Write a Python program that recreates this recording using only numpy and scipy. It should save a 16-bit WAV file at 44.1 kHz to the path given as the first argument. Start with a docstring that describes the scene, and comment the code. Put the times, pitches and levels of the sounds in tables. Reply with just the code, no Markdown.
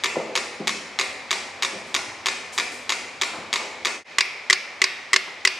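"""Three wind-up metronomes tick almost in step on a light board resting on two empty cans, in a live room.
Each strike is a snap with clatter and ringing case modes, and every strike sets off a noise reverberation.
The microphone stands beside them at first; after a short fade it lies under the board, where the ticks are
louder and more hollow: smeared bursts and ringing board modes, with faint low thuds.
Soft knocks are bursts of low noise further off; shaped noise makes the rustles, the air and the rumble."""
import sys
import numpy as np
from scipy import signal
from scipy.fft import rfft, irfft, next_fast_len
from scipy.io import wavfile
from scipy.ndimage import uniform_filter1d, minimum_filter1d

SR = 44100
rng = np.random.default_rng(int(sys.argv[2]) if len(sys.argv) > 2 else 0)


def dump_mix(stems):
    """Bounce the given channels to the path in sys.argv[1] as a 16-bit WAV at rate SR."""
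    frames = np.atleast_2d(stems).T  # one column per channel
    limited = np.clip(frames, -1, 1)  # hard clip at full scale
    pcm = np.round(limited * 32767).astype(np.int16)
    wavfile.write(sys.argv[1], SR, pcm)


N = 246519

TIME = np.arange(N) / SR
MOVE_S = 4.041    # the microphone changes place
SWING_S = 0.635   # one period of the pendulums: a tick and a tock

# Colour of each metronome heard from beside the board: [f/Hz, relative level/dB]
FIRST_COLOUR = [(100, -32), (400, -33), (820, 2), (1100, -7.5), (1500, -8), (2100, 1.5), (2800, -7.5),
                (3600, 7.5), (4500, -6), (6500, -6.5), (9000, -17.5), (12000, -30), (15500, -41)]
SECOND_COLOUR = [(100, -53), (400, -17), (820, -14.5), (1100, 4.5), (1500, -8.5), (2100, 3), (2800, -1.5),
                 (3600, -2.5), (4500, -5), (6500, -6), (9000, -19), (12000, -23.5), (15500, -49)]
THIRD_COLOUR = [(100, -21), (400, -14), (820, -23), (1100, 1), (1500, -8), (2100, 3), (2800, -5), (3600, 0),
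                (4500, -5), (6500, -6.5), (9000, -25), (12000, -30), (15500, -65)]
# Colour from under the board, of the leading pair and of the third: [f/Hz, relative level/dB]
PAIR_UNDER = [(100, -34), (400, -23), (820, -24.5), (1130, -6.5), (1400, -18), (1720, -10), (2020, -2.5),
              (2300, -7.5), (3600, -9), (5000, -11), (7500, -14), (9500, -28), (12000, -35.5), (15500, -56)]
THIRD_UNDER = [(100, -44), (400, -13.5), (820, -21), (1100, -5.5), (1350, -15), (1850, -0.5), (2500, -2),
               (3100, -10), (4800, -2), (6000, -9.5), (8300, -17.5), (11000, -34), (15500, -54)]
# Board modes rung by the leading pair, right above the microphone:
# [f/Hz, typical level relative to the strike/dB, t60/s]
BOARD_MODES = [(380, -22, 0.22), (2003, 8, 0.022)]


def metronomes(first, second, third):
    """Three cases, each with its own colour, clatter and rebound; only the leading pair rings the board."""
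    return (metronome(first, FIRST_COLOUR, PAIR_UNDER, BOARD_MODES,
                      clatter_db=-21, clatter_t60=0.06, rebound_s=0.0024)
            + metronome(second, SECOND_COLOUR, PAIR_UNDER, BOARD_MODES,
                        clatter_db=-16, clatter_t60=0.04, rebound_s=0.00117)
            + metronome(third, THIRD_COLOUR, THIRD_UNDER, [],
                        clatter_db=-19, clatter_t60=0.06, rebound_s=0.0027))


# Modes of the plastic cases: [f/Hz, typical level relative to the strike/dB, t60/s]
CASE_MODES = [(379.2, -22, 0.23), (1190, -22, .035), (2175, -5, 0.037), (2370, -28, 0.14),
              (3540, -49, 0.042), (3797, -5.5, 0.021), (4728, -6.5, 0.03), (6640, -9.5, 0.042),
              (7310, -30, 0.041)]


def metronome(strikes, beside, under, board_modes, clatter_db, clatter_t60, rebound_s, change=0.49):
    """Tick and tock each have their own grain, partly renewed at each strike, plus decaying sine modes."""
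    t = np.arange(SR // 4) / SR
    grains = rng.standard_normal((2, 2, len(t)))   # (tick or tock, mid or side, time)
    out = np.zeros((2, N))
    for k, (s, level_db) in enumerate(strikes):
        fresh = rng.standard_normal((2, len(t)))
        grain = (grains[k % 2] + change * fresh) / np.hypot(1, change)
        if s < MOVE_S:   # the direct sound is narrower than the room
            mid, side = [tick_shape(t, beside, g, clatter_db, clatter_t60, rebound_s) for g in grain]
            side_db, modes = -7.5, CASE_MODES
        else:   # the board covers the cases and rings itself
            mid, side = [board_shape(t, under, g) for g in grain]
            side_db, modes = -4, board_modes
        for hz, mode_db, t60 in modes:
            strength = from_db(mode_db + 1.55 * rng.standard_normal())
            swell_and_decay = dying(t, t60) - dying(t, 0.003)   # swells in a fraction of a millisecond
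            mid = mid + strength * np.sin(2 * np.pi * hz * t) * swell_and_decay
        side = from_db(side_db) * np.roll(side, SR // 1500)   # later, by way of nearby surfaces
        add(out, s, from_db(level_db) * np.array([mid, side]))
    low_cut_hz = 150   # the ticks carry no bass
    return signal.sosfilt(signal.butter(2, low_cut_hz, "high", fs=SR, output="sos"), out)


def tick_shape(t, spectrum, grain, clatter_db, clatter_t60, rebound_s,
               snap_db=-14, snap_t60=0.0052, rebound_db=-11):
    """A sharp snap, a small rebound of the pallet and dense clatter of the case; rms 1 over the first 4 ms."""
    snap = from_db(snap_db) * dying(t, snap_t60)
    clatter = from_db(clatter_db) * dying(t, clatter_t60)
    blow = grain * (snap + clatter)
    blow[0] = 1
    blow[round(rebound_s * SR)] += from_db(rebound_db)
    return first_4ms_one(colour(blow, spectrum))


def board_shape(t, spectrum, grain, swell_s=0.00067, burst_t60=0.016, clatter_db=-14, clatter_t60=0.056):
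    """The board smears the snap into a burst that swells and dies; rms 1 over the first 4 ms."""
    flutter = np.tanh(2 * grain)   # many small, evenly strong reflections inside the board
    swell = 1 - np.exp(-t / swell_s)
    decay = dying(t, burst_t60) + from_db(clatter_db) * dying(t, clatter_t60)
    return first_4ms_one(colour(flutter * swell * decay, spectrum))


# Beat of each metronome, one row beside the board and one under it; every second strike (the tock) limps:
# [first tick t/s, beat/s, lateness of the tock/s, growth of that lateness/(s per beat)]
FIRST_BEAT = [(.0372, .31768, -.0007, -.00017), (4.184, .31655, -.0013, -.00025)]
SECOND_BEAT = [(.0427, .31768, .0011, 0), (4.1858, .31687, .004, -.0004)]
THIRD_BEAT = [(.0581, .31761, -.0011, .0007), (4.2071, .31657, .004, 0)]
# Strength of the snap or burst before its modes, one row beside the board and one under it:
# [tick level/dB, tock level/dB]
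FIRST_DB = [(-19, -17.5), (-12, -12.4)]
SECOND_DB = [(-16.5, -17.5), (-19.5, -13)]
THIRD_DB = [(-20, -19), (-11.3, -9.5)]


def all_strikes():
    """Strike lists of the three escapements, each on a beat of its own."""
    return [escapement(beat, levels) for beat, levels in
            ((FIRST_BEAT, FIRST_DB), (SECOND_BEAT, SECOND_DB), (THIRD_BEAT, THIRD_DB))]


def escapement(beat, levels):
    """Strikes (t/s, level/dB): tick and tock alternate on an even beat, the tock a little early or late."""
    strikes = []
    ends = (MOVE_S, N / SR)
    for (start_s, beat_s, limp_s, limp_growth), tick_tock_db, end_s in zip(beat, levels, ends):
        for k, s in enumerate(np.arange(start_s, end_s, beat_s)):
            tock = k % 2
            strikes.append((s + tock * (limp_s + limp_growth * k), tick_tock_db[tock]))
    return strikes


def low_thuds(strikes, level_db=-50, hz=55, t60=0.048):
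    """Under the board, a faint low decaying sine goes with each strike, at varying level."""
    t = np.arange(SR // 10) / SR
    out = np.zeros(N)
    for s, _ in strikes:
        if s > MOVE_S:
            strength = from_db(level_db + 3.5 * rng.standard_normal())
            add(out, s, strength * np.sin(2 * np.pi * hz * t) * dying(t, t60))
    return out


# Colour of the reverberation beside and under the board: [f/Hz, relative level/dB]
ROOM_BESIDE = [(100, -41.5), (250, -5), (400, -4.5), (850, -2), (1150, -0.5), (1550, -3), (2300, 4.5),
               (3000, -4), (3600, -3.5), (5400, -5.5), (7500, -9), (10000, -17.5), (13000, -39),
               (15500, -52)]
ROOM_UNDER = [(100, -36), (250, -24), (400, -18), (850, -16), (1150, -10), (1550, -7), (2300, 3.5),
              (3000, -8.5), (3600, -7.5), (5400, -10.5), (7500, -21.5), (10000, -27.5), (13000, -41),
              (15500, -75)]


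def tick_tails(strikes, responses, beside_db=9.0, under_db=13.0, scatter=0.59, scatter_t60=0.046):
    """Every strike fills the room alike: a click and scattered noise of energy 1 drive the reverberation."""
    t = np.arange(SR // 40) / SR
    drive = np.zeros(N)
    for s, _ in strikes:
        blow = scatter * rng.standard_normal(len(t)) * dying(t, scatter_t60)
        blow[0] = 1
        add(drive, s, blow / np.sqrt(np.sum(blow ** 2)))
    placed = []
    for response in responses:
        tail = ringing_on(drive, response)
        beside = from_db(beside_db) * colour(tail, ROOM_BESIDE)
        under = from_db(under_db) * colour(tail, ROOM_UNDER)
        placed.append(np.where(TIME < MOVE_S, beside, under))
    return np.array(placed)


def ringing_on(drive, response):
    """Convolve with a long response; the pendulums were already swinging one period earlier."""
    lead = round(SWING_S * SR)
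    return signal.fftconvolve(np.concatenate([drive[:lead], drive]), response)[lead:lead + N]


# Decay of the room: [f/Hz, t60/s]
ROOM_T60 = [(150, 0.99), (500, 1.28), (1400, 0.63), (2300, 1.05), (3300, 0.71), (6000, 0.76), (12000, 0.61)]


def room_response(build_s=0.0019):
    """Diffuse reverberation: half-octave bands of noise, each dying at its own rate; energy 1."""
    t = np.arange(3 * SR // 2) / SR
    white = rfft(rng.standard_normal(len(t)))
    freqs = np.arange(len(white)) * SR / len(t)
    band = np.round(2 * np.log2(np.maximum(freqs, 64)))   # half-octave number
    tail = np.zeros(len(t))
    for b in np.unique(band):
        tail += irfft(white * (band == b), len(t)) * dying(t, at_hz(ROOM_T60, 2 ** (b / 2)))
    tail = tail * (1 - np.exp(-t / build_s))
    return tail / np.sqrt(np.sum(tail ** 2))


# Dull knocks and shuffles in the room, before reverberation:
# [t/s, level before decay/dB, t60/s, lower edge f/Hz, upper edge f/Hz]
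KNOCKS = [(.157, -25.5, 0.05, 220, 1300), (.166, -18.5, 0.12, 178, 725), (.199, -25, 0.14, 282, 1050),
          (.28, -35, 0.12, 334, 780), (.600, -28, 0.17, 157, 415), (.612, -36, 0.17, 415, 935),
          (1.725, -37.5, 0.46, 135, 720), (2.07, -49, 0.28, 70, 159), (3.335, -33.5, 0.46, 298, 1500),
          (3.375, -41.5, 0.22, 85, 420), (3.60, -34.5, 0.57, 350, 1450), (5.277, -33, 0.06, 149, 1310)]


def knocks(responses, wet_db=-5):
    """Soft blows on furniture: short low noise bursts with much of the room in them."""
    t = np.arange(SR // 2) / SR
    direct = np.zeros(N)
    for s, level_db, t60, low_hz, top_hz in KNOCKS:
        body = signal.butter(2, [low_hz, top_hz], "band", fs=SR, output="sos")
        once = signal.sosfilt(body, rng.standard_normal(len(t)))
        thud = rms_one(signal.sosfilt(body, once))   # filtered twice for steeper edges
        add(direct, s, from_db(level_db) * thud * dying(t, t60))
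    mid, side = [from_db(wet_db) * signal.fftconvolve(direct, response)[:N] for response in responses]
    return np.array([direct + mid, side])


# Colour of the rustles: [f/Hz, relative density level/dB]
RUSTLE = [(1000, -26), (3000, 0), (8000, 5), (11000, -6.5), (15000, -26)]
# Faint high rustles: [start t/s, peak level of the noise gain/dB]
RUSTLES = [(1.86, -51.5), (2.52, -40), (2.71, -45)]


def rustling(attack_s=0.014, t60=0.68):
    """High noise that swells quickly and dies away slowly at each rustle."""
    gain, t = np.zeros(N), np.arange(SR) / SR
    for s, level_db in RUSTLES:
        add(gain, s, from_db(level_db) * np.minimum(t / attack_s, dying(t - attack_s, t60)))
    return hiss(RUSTLE, gain)


# Background of the room: [f/Hz, relative density level/dB]
AIR = [(18, -77), (30, -48), (81, -16.5), (176, -11), (240, -10.5), (511, -3), (1090, -2), (1520, -6),
       (2370, 0), (2770, -9.5), (4780, -11.5), (8470, -26.5), (15000, -55)]


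def room_air():
    """Steady coloured noise of the room."""
    return hiss(AIR, by_place(beside_db=-41, under_db=-42))


# Low rumble and hum of the building: [f/Hz, relative density level/dB]
RUMBLE = [(25, -31), (50, -15), (76, -5.5), (86, -1.5), (95, 2.5), (112, -15), (170, -10), (212, -14.5),
          (243, 8), (275, -16.5), (600, -30), (3000, -72)]


def building_rumble():
    """Steady low noise with narrow humps for the hum, weaker under the board."""
    return hiss(RUMBLE, by_place(beside_db=-57.5, under_db=-69))


def hiss(spectrum, gain):
    """Coloured noise under a gain, as middle and side."""
    return gain * np.array([rms_one(colour(white, spectrum)) for white in rng.standard_normal((2, N))])


# Stereo width: [f/Hz, gain of the side signal/dB]
WIDTH = [(100, -15), (300, -15), (800, -12.5), (1700, -10), (3400, -9), (6000, -10.5), (8200, -3.5),
         (12000, 1.5)]


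def stereo(mid, side):
    """Left and right from a middle signal and a side signal."""
    return mid + colour(side, WIDTH) * np.array([[1], [-1]])


def by_place(beside_db, under_db):
    """Gain at every sample: one level beside the board, another under it."""
    return from_db(np.where(TIME < MOVE_S, beside_db, under_db))


def fade(out_s=0.088, in_s=0.074):
    """A straight fade to silence at the change of place, and back up."""
    return np.minimum(np.maximum((MOVE_S - TIME) / out_s, (TIME - MOVE_S) / in_s), 1)


def colour(x, spectrum):
    """Causal (minimum-phase) filter with the given response [f/Hz, level/dB]."""
    size = 2 * next_fast_len(len(x))
    freqs = np.arange(size // 2 + 1) * SR / size
    cepstrum = irfft(np.log(from_db(at_hz(spectrum, freqs))))
    cepstrum[1:size // 2] *= 2   # fold onto positive times to make it causal
    cepstrum[size // 2 + 1:] = 0
    return irfft(rfft(x, size) * np.exp(rfft(cepstrum)))[:len(x)]


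def at_hz(points, hz):
    """Read a table on a log-frequency axis."""
    freqs, values = np.transpose(points)
    return np.interp(np.log(np.maximum(hz, 1)), np.log(freqs), values)


def dying(t, t60):
    """Exponential decay by 60 dB in t60 seconds."""
    return np.exp(-np.log(1000) * t / t60)


def from_db(db):
    """Decibels to gain."""
    return 10 ** (np.asarray(db) / 20)


def rms_one(x):
    """Scale to rms 1."""
    return x / np.sqrt(np.mean(x ** 2) + 1e-20)


def first_4ms_one(x):
    """Scale to rms 1 over the first 4 ms."""
    return x / np.sqrt(np.mean(x[:SR // 250] ** 2))


def add(track, s, sound):
    """Mix a sound into a track at time s."""
    at = max(round(s * SR), 0)
    track[..., at:at + sound.shape[-1]] += sound[..., :N - at]


def scene():
    """Metronomes, room and background, a little to the left."""
    responses = [room_response(), room_response()]   # middle and side
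    first, second, third = all_strikes()
    ticks = metronomes(first, second, third)
    background = room_air() + rustling() + building_rumble()
    mid, side = ticks + tick_tails(first + second + third, responses) + knocks(responses) + background
    pan = by_place(beside_db=0.44, under_db=0.12)   # left raised, right lowered by as much
    return stereo(mid + low_thuds(first), side) * np.array([pan, 1 / pan])


def record(dry):
    """A bass cut, a fast limiter on the loudest peaks, the fade at the change of place, the top cut."""
    bass_cut_hz, top_cut_hz = 32, 16700
    x = signal.sosfilt(signal.butter(2, bass_cut_hz, "high", fs=SR, output="sos"), dry)
    ceiling = 0.98   # peak allowed ahead of the fade and the top cut
    allowed = ceiling / np.maximum(np.abs(x).max(axis=0), ceiling)
    limiter = uniform_filter1d(minimum_filter1d(allowed, size=33), size=33)
    top_cut = signal.cheby2(14, 70, top_cut_hz, fs=SR, output="sos")
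    return signal.sosfilt(top_cut, x * limiter * fade())


dry = scene()
out = record(dry)
dump_mix(out)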